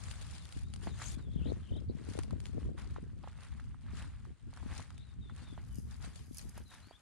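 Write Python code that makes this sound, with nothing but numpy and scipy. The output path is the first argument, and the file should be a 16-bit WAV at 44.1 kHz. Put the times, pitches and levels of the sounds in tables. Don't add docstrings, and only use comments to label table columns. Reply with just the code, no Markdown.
import sys
import numpy as np
from scipy import signal
from scipy.io import wavfile
from scipy.ndimage import uniform_filter1d

SR = 44100
rng = np.random.default_rng(int(sys.argv[2]) if len(sys.argv) > 2 else 0)


def materialize(psi):
    bounded = np.clip(np.atleast_2d(psi).T, -1, 1)
    quanta = np.round(bounded * 32767).astype(np.int16)
    wavfile.write(sys.argv[1], SR, quanta)


N = 309141
TIME = np.arange(N) / SR

# (time of full weight [s], swell [s], fade [s], sand [dB], leaves [dB])
FOOTFALLS = [(0.099, 0.93, 1, -58, -53.5), (0.838, 0.033, 0.11, -56.5, -49.5),
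             (1.485, 0.1, 0.36, -62.5, -64), (2.121, 0.17, 0.21, -56, -54),
             (2.779, 0.0082, 0.11, -50, -55.5), (3.42, 0.1, 0.21, -57, -61),
             (3.984, 0.086, 0.18, -51, -53.5), (4.781, 0.22, 0.15, -54.5, -52.5),
             (5.386, 0.068, 0.34, -58.5, -60), (6.024, 0.024, 0.2, -55, -53.5),
             (6.717, 0.028, 0.25, -57, -59.5)]
# (time [s], sand [dB], leaves [dB])
FOOT_SCUFFS = [(0.35, -83, -54), (0.56, -71, -56), (1.021, -49.5, -48.5), (1.19, -63, -65),
               (1.99, -64, -76), (2.462, -65.5, -59), (2.611, -59.5, -65), (2.805, -67, -71),
               (2.91, -63, -64), (3.275, -63, -68), (3.58, -66, -71), (3.888, -59, -74), (4.579, -59, -66),
               (4.715, -53.5, -75), (5.92, -62, -59.5), (6.18, -85, -57.5), (6.39, -71, -53.5),
               (6.579, -57.5, -60.5)]
FOOT_CLEAR = [0.68, 1.28, 1.889, 2.74, 3.15, 3.78, 4.36, 4.449, 5.2, 5.84, 6.32, 6.652]
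# (time [s], level [dB], pitch [Hz])
CLOD_KNOCKS = [(0.873, -35, 690), (1.0, -46, 1410), (1.0191, -38.5, 1270), (2.191, -39, 970),
               (2.309, -46, 1090), (2.9636, -40.5, 1150), (3.2379, -49, 910), (3.243, -44.5, 750),
               (3.276, -40.5, 850), (3.598, -47, 1490), (3.746, -52.5, 1120), (4.253, -51.5, 1190),
               (4.532, -51, 925), (4.574, -46.5, 1300), (4.63, -48.5, 915), (4.798, -41.5, 940),
               (4.906, -51, 1080), (5.298, -46, 1410), (5.579, -43, 840), (6.579, -46, 740),
               (6.912, -46, 660)]
# (time [s], level [dB])
STALK_SNAPS = [(0.1132, -42), (0.2127, -49), (0.317, -51.5), (0.454, -47.5), (0.5252, -46), (0.738, -43.5),
               (0.761, -49.5), (2.1896, -41), (2.2342, -46), (2.308, -51.5), (2.4028, -50), (2.4562, -46),
               (2.467, -52), (3.6, -57), (4.024, -48.5), (4.538, -55), (4.9047, -54.5), (4.9797, -52),
               (5.363, -55), (5.756, -56), (6.346, -55), (6.3708, -47.5), (6.383, -42.5), (6.494, -56.5),
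               (6.578, -54)]
# (time [s], level [dB])
STRAW_PRESSES = [(5.78, -70), (6.381, -66.5), (6.73, -79)]
# (frequency [Hz], level [dB])
SAND_COLOUR = [(200, -20), (500, -5), (850, 1), (1600, 1.5), (2400, -4), (4000, -8.5), (6000, -31),
               (12000, -56)]
STRAW_COLOUR = [(800, -30), (3000, -45), (4400, -9), (5000, 7), (5350, -10), (5700, 5), (6100, -2),
                (6500, 4), (7800, -5.5), (8200, 2.5), (9700, 0.5), (11400, 3.5), (12800, -13), (15500, -17)]
# (frequency [Hz]), (left [dB]), (right [dB])
LEAF_BANDS_HZ = [800, 2200, 3300, 4900, 5350, 5700, 6150, 6700, 7750, 8150, 9300, 10100, 11600, 13200]
LEAF_LEFT_DB = [-14.5, -2.5, -3, 0, -4.5, -2, -5.5, -1.5, -5, -8, -9, -35, -18.5, -37]
LEAF_RIGHT_DB = [-0.5, -6.5, -5.5, -11, -15, -16, -46, -8, -21.5, -2.5, 0, -5.5, -19, -36]
# (time [s], rumble [dB], buffeting [dB])
BREEZE_LEVELS = [(0.0, -38, -63), (0.62, -44.5, -64), (1.55, -35.5, -48), (2.1, -40, -50.5),
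                 (2.85, -39, -54), (3.35, -44.5, -66), (4.89, -44.5, -62), (5.76, -41, -59.5),
                 (6.75, -50, -67.5), (7.0, -67, -79.5)]
# (time [s], change of rumble [dB])
BREEZE_GUSTS = [(0.5, -4.5), (0.869, 7.5), (1.501, 5), (1.661, -8), (3.42, -6), (3.96, 4), (4.38, -18),
                (4.67, 4), (4.86, -5.5), (6.21, 0.5), (6.45, 4), (6.6, 7.5)]
# (time [s], level [dB], pitch [Hz])
EDDY_THUMPS = [(0.565, -48, 237), (1.359, -34.5, 160), (1.456, -50, 463), (1.52, -37.5, 400),
               (1.95, -43, 185), (2.087, -44, 276), (2.153, -46.5, 420), (2.176, -46.5, 500),
               (2.188, -38.5, 345), (2.324, -41, 198), (2.332, -45, 477), (2.58, -44, 450),
               (2.69, -50.5, 450), (2.984, -49, 436), (4.66, -45, 210), (5.784, -43.5, 202),
               (6.31, -49, 230)]
# (frequency [Hz], level [dB])
RUMBLE_COLOUR = [(30, -27), (48, -3.5), (66, 1), (100, -3), (160, -12), (260, -21.5), (500, -65.5),
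                 (1200, -86.5)]
BUFFET_COLOUR = [(50, -15), (130, 0), (220, 2), (350, -5), (550, -16), (900, -31.5), (2500, -89.5)]
# (time [s], length [s], first pitch [Hz], last pitch [Hz], level [dB])
BIRD_SLURS = [(0.376, 0.094, 4330, 3420, -70), (0.628, 0.087, 3530, 3850, -76),
              (0.87, 0.091, 4350, 3540, -69.5), (1.097, 0.078, 3820, 3390, -69),
              (1.171, 0.16, 4350, 3260, -75.5), (5.038, 0.094, 4080, 3680, -75.5),
              (5.205, 0.12, 3830, 3460, -72), (5.436, 0.13, 3860, 3420, -71),
              (5.691, 0.1, 3140, 2910, -79.5), (6.651, 0.12, 4140, 3690, -69.5),
              (6.817, 0.11, 3850, 4630, -73), (6.925, 0.045, 3190, 3500, -68)]
# (time [s], length [s], first pitch [Hz], last pitch [Hz], warble rate [1/s], level [dB],
# warble depth [Hz])
BIRD_TRILLS = [(1.311, 0.13, 3810, 2780, 40, -64.5, 220), (1.429, 0.084, 2880, 4280, 67, -54, 445),
               (1.623, 0.095, 3340, 2810, 56, -67.5, 200), (1.712, 0.0833, 3260, 3590, 35, -56, 386),
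               (1.884, 0.032, 4150, 4450, 61, -63, 440), (4.965, 0.074, 3400, 3900, 49, -67, 220)]
# (frequency [Hz], level [dB])
AIR_COLOUR = [(300, 6), (600, -4), (3400, -8), (6100, -17), (9200, -10), (13000, -85.5)]


def walk(scuff_swell_s=0.099, scuff_fade_s=0.12, crumble_db=-15, hush_db=-6):
    scuffs = [(s, scuff_swell_s, scuff_fade_s, *levels) for s, *levels in FOOT_SCUFFS]
    crumbles = [(s, 0.012, 0.052, db + crumble_db, -np.inf) for s, db, _ in CLOD_KNOCKS]
    power = gain_of([[-71], [-73.5]]) ** 2 * np.ones(N)
    for s, swell_s, fade_s, sand_db, leaves_db in FOOTFALLS + scuffs + crumbles:
        t = TIME[slice(*np.searchsorted(TIME, [s - 2 * swell_s, s + 2 * fade_s]))]
        add(power, t[0], (gain_of([[sand_db], [leaves_db]]) * swell(s, swell_s, fade_s, t)) ** 2)
    foot_clear = sum(bump(s, half_width_s=0.04) for s in FOOT_CLEAR)
    return np.sqrt(power) * gain_of(hush_db * foot_clear)


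def sand(grinding):
    slip = grains(per_s=600, spread_db=3.7, grain_s=.0007, smooth_share=.33)
    hiss = coloured(noise_pair(likeness=0.91) * slip, SAND_COLOUR)
    swish = evened(shifting(hiss, patch_hz=350, depth_db=2))
    crumbs = gain_of(-6.5) * pops(low_hz=1000, high_hz=2300, per_s=550, cycles=2.4, spread_db=7)
    cracks = gain_of(-14) * pops(low_hz=1700, high_hz=4500, per_s=35, cycles=1, spread_db=14)
    return (swish + crumbs + cracks) * grinding * gain_of(-4.0) * panned(left_db=-1.5)


def leaves(sweeping):
    brushing = grains(per_s=300, spread_db=4.5, grain_s=.0015, smooth_share=.45)
    friction = leafy(noise_pair(likeness=0.055) * brushing)
    rustle = evened(shifting(friction, patch_hz=350, depth_db=3.2))
    edges = [pops(low_hz=3000, high_hz=10000, per_s=110, cycles=9, spread_db=16) for port in range(2)]
    flicks = gain_of(-14.5) * evened(leafy(edges))
    return (rustle + flicks) * sweeping * gain_of(-2.5) * panned(left_db=2.5)


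def knocks(ring_s=0.0013, ring_db=3.5, rebound_db=-12, tick_db=-12):
    out = np.zeros(N)
    rebounds = rng.uniform([.002, .7], [.006, 1.1], (len(CLOD_KNOCKS), 2))
    for (s, db, hz), (delay_s, detune) in zip(CLOD_KNOCKS, rebounds):
        start = s - 1.1 / hz
        add(out, start, gain_of(db + tick_db) * blip(2 * hz, cycles=0.62))
        add(out, start, gain_of(db + ring_db) * blip(hz, cycles=hz * ring_s, softness=2))
        add(out, start + delay_s, gain_of(db + rebound_db) * blip(hz * detune, cycles=1.0))
    return out * panned(left_db=-6.5)


def snaps(crack_s=0.0015, splinter_s=0.011, splinter_db=-17, tick_hz=3100, tick_db=5, straw_from_s=5.55):
    green, dried, ticks = np.zeros((3, N))
    t = np.arange(SR // 15) / SR
    burst = np.exp(-t / crack_s) + gain_of(splinter_db) * np.exp(-t / splinter_s)
    for (s, db), thinness in zip(STALK_SNAPS, rng.uniform(.85, 1.2, len(STALK_SNAPS))):
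        if s < straw_from_s:
            add(green, s, gain_of(db) * burst)
            add(ticks, s, gain_of(db + tick_db) * blip(tick_hz * thinness, cycles=1, softness=2))
        else:
            add(dried, s, gain_of(db) * burst)
    moist = gain_of(1) * leafy(green * noise_pair(likeness=0.42))
    brittle = gain_of(5.0) * coloured(dried * noise_pair(likeness=0.43), STRAW_COLOUR)
    return moist + brittle + ticks


def leaf_drag(at_s=1.075, swell_s=0.13, fade_s=0.075, free_s=1.15, release_s=0.0064):
    slips = grains(per_s=250, spread_db=3, grain_s=.002, smooth_share=.5)
    squeaks = pops(low_hz=6100, high_hz=7700, per_s=400, cycles=18, spread_db=10)
    scrape = gain_of(-61.5) * pops(low_hz=5000, high_hz=11800, per_s=700, cycles=7, spread_db=8)
    rustle = gain_of(-54.5) * evened(leafy(noise_pair(likeness=0) * slips))
    squeaking = squeaks * swell(at_s, swell_s, fade_s) * gain_of([[-47.5], [-64.5]])
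    rubbing = (rustle + scrape) * swell(at_s, swell_s, fade_s=np.inf) * panned(left_db=1.5)
    touching = .5 - .5 * np.tanh((TIME - free_s) / release_s)
    return (squeaking + rubbing) * touching


def straw(settle_db=-5):
    crackle = grains(per_s=220, spread_db=4, grain_s=.0008, smooth_share=.45)
    pressed = np.zeros(N)
    for s, db in STRAW_PRESSES:
        press = swell(s, swell_s=0.14, fade_s=0.19)
        settle = gain_of(settle_db) * swell(s, swell_s=0.26, fade_s=0.49)
        pressed += gain_of(db) * np.maximum(press, settle)
    return evened(coloured(noise_pair(likeness=0.19) * crackle, STRAW_COLOUR)) * pressed * gain_of(6.0)


def wind(knee_hz=380, brightening=0.55, buffet_db_per_db=1.75):
    gust_db = sum(db * bump(s, half_width_s=0.039) for s, db in BREEZE_GUSTS)
    times, rumble_db, buffet_db = np.transpose(BREEZE_LEVELS)
    flow = gain_of(np.interp(TIME, times, rumble_db) + gust_db)
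    force = gain_of(np.interp(TIME, times, buffet_db) + buffet_db_per_db * gust_db)
    turbulence = flutter(per_s=24, depth_db=3.1)
    rumble = evened(coloured(noise_pair(likeness=-0.35), RUMBLE_COLOUR) * turbulence) * flow * gain_of(-2)
    eddies = noise_pair(likeness=-0.38)
    eddies *= grains(per_s=115, spread_db=3.9, grain_s=0.0034, smooth_share=0.04)
    lulls = flutter(per_s=30, depth_db=2.6)
    buffets = evened(coloured(eddies, BUFFET_COLOUR) * turbulence * lulls) * force * gain_of(1.0)
    large = signal.filtfilt(*signal.butter(2, knee_hz, fs=SR), buffets)
    small = (buffets - large) * evened(force) ** brightening
    thumps = np.zeros(N)
    for s, db, hz in EDDY_THUMPS:
        add(thumps, s, gain_of(db + 12.0) * blip(hz, cycles=0.87))
    buffeting = large + small + np.array([thumps, -thumps])
    return rumble * panned(left_db=2.5) + buffeting * panned(left_db=8.0)


def bird(slur_warbles_per_s=31, slur_depth_hz=150, clear_depth_hz=367):
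    song = np.zeros(N)
    unsteady = flutter(per_s=60, depth_db=.6)
    rasp = signal.lfilter(*signal.butter(2, 170, fs=SR), [1, 1j] @ rng.standard_normal((2, N)))
    rasp /= np.sqrt(np.mean(np.abs(rasp) ** 2))

    def sing(s, length, first_hz, last_hz, warbles_per_s, db, depth_hz, trill):
        samples = np.arange(round(length * SR))
        progress, now = samples / SR / length, round(s * SR) + samples
        if trill:
            glide = progress
            hoarse = max(1 - (depth_hz / clear_depth_hz) ** 2, 0)
            db = db + 5 * depth_hz / clear_depth_hz * (progress - 2)
        else:
            glide = np.polyval(np.polyfit([0, .5, 1], [0, .74, 1], 2), progress)
            hoarse = .2
            depth_hz = depth_hz * progress
        warble = np.sin(2 * np.pi * np.cumsum(warbles_per_s * unsteady[now]) / SR)
        hz = first_hz + (last_hz - first_hz) * glide + depth_hz * warble
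        roughness = np.sqrt(1 - hoarse) + np.sqrt(hoarse) * rasp[now]
        tone = (roughness * np.exp(2j * np.pi * np.cumsum(hz) / SR)).real
        add(song, s, gain_of(db) * signal.windows.tukey(len(samples), .2) * tone)

    for *note, db in BIRD_SLURS:
        sing(*note, slur_warbles_per_s, db, slur_depth_hz, trill=False)
    for note in BIRD_TRILLS:
        sing(*note, trill=True)
    song *= flutter(per_s=160, depth_db=2)
    return gain_of(3.0) * (song + gain_of(-7) * plant_scatter(song)) * panned(left_db=8.0)


def plant_scatter(sound, decay_s=0.019):
    t = np.arange(SR // 4) / SR
    tail = rng.standard_normal((2, len(t))) * np.exp(-t / decay_s)
    return signal.oaconvolve(np.array([sound, sound]), tail / np.linalg.norm(tail[0]), axes=1)[:, :N]


def air():
    return gain_of(-75.0) * evened(coloured(noise_pair(likeness=0.32), AIR_COLOUR))


def leafy(x):
    ports = zip(x, (LEAF_LEFT_DB, LEAF_RIGHT_DB))
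    return np.vstack([coloured(sound, list(zip(LEAF_BANDS_HZ, db))) for sound, db in ports])


def shifting(x, patch_hz, depth_db):
    spectra = signal.stft(x, nperseg=512, noverlap=384)[2]
    bins = max(round(patch_hz * 512 / SR), 1)
    patches = uniform_filter1d(rng.standard_normal(spectra.shape[1:]), bins, axis=0)
    patches = evened(uniform_filter1d(patches, size=6, axis=1))
    spectra *= gain_of(depth_db * np.clip(patches, -2, 2))
    return signal.istft(spectra, nperseg=512, noverlap=384)[1][:, :N]


def grains(per_s, spread_db, grain_s, smooth_share):
    sizes = gain_of(spread_db * np.minimum(rng.exponential(1, N), 3.5))
    onsets = rng.random(N) < per_s / SR
    power = signal.lfilter([1], [1, -np.exp(-1 / (grain_s * SR))], sizes ** 2 * onsets)
    return np.sqrt(smooth_share + (1 - smooth_share) * power / power.mean())


def pops(low_hz, high_hz, per_s, cycles, spread_db):
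    out = np.zeros(N)
    for when, pitch, size in rng.random((round(per_s * N / SR), 3)):
        hz = low_hz * (high_hz / low_hz) ** pitch
        add(out, when * N / SR, gain_of(spread_db * size ** 2) * blip(hz, cycles))
    return evened(out)


def blip(hz, cycles, softness=1):
    turns = np.arange(0, 6 * cycles, hz / SR)
    age = 2 * turns / cycles
    return (age * np.exp(1 - age)) ** softness * np.sin(2 * np.pi * turns)


def swell(s, swell_s, fade_s, t=TIME, swing_db=20):
    away = np.maximum((s - t) / swell_s, (t - s) / fade_s)
    return gain_of(-swing_db * np.minimum(away, 10))


def bump(s, half_width_s):
    return np.exp(-np.minimum(((TIME - s) / half_width_s) ** 2, 20))


def flutter(per_s, depth_db):
    times = np.cumsum(rng.uniform(.5, 1.5, 4000)) / per_s
    wander = np.clip(rng.standard_normal(len(times)), -2, 2)
    return gain_of(depth_db * np.interp(TIME, times, wander))


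def noise_pair(likeness):
    left, other = rng.standard_normal((2, N))
    return np.array([left, likeness * left + np.sqrt(1 - likeness ** 2) * other])


def coloured(x, colour, size=4096):
    hz, db = np.transpose(colour)
    bin_hz = np.abs(np.fft.fftfreq(size, 1 / SR))
    log_gain = np.log(gain_of(np.interp(np.log(bin_hz + 1), np.log(hz), db)))
    taps = np.fft.ifft(np.exp(np.conj(signal.hilbert(log_gain)))).real[:size // 2]
    return signal.oaconvolve(np.atleast_2d(x), taps[None] / np.linalg.norm(taps), axes=1)[:, :N]


def gain_of(db):
    return 10 ** (np.asarray(db) / 20)


def evened(x):
    return x / np.sqrt(np.mean(x ** 2) + 1e-20)


def panned(left_db):
    return gain_of([[left_db / 2], [-left_db / 2]])


def add(mix, s, sound):
    part = mix[..., max(round(s * SR), 0):][..., :sound.shape[-1]]
    part += sound[..., :part.shape[-1]]


def scene():
    grinding, sweeping = walk()
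    breeze = wind()
    steps = sand(grinding) + leaves(sweeping) + leaf_drag() + straw() + knocks() + snaps()
    return breeze + steps + bird() + air()


def record(dry, edge_hz=15750):
    lowpass = signal.firwin(511, edge_hz, window=("kaiser", 9), fs=SR)
    return signal.oaconvolve(dry, lowpass[None], "same")


dry = scene()
out = record(dry)
materialize(out)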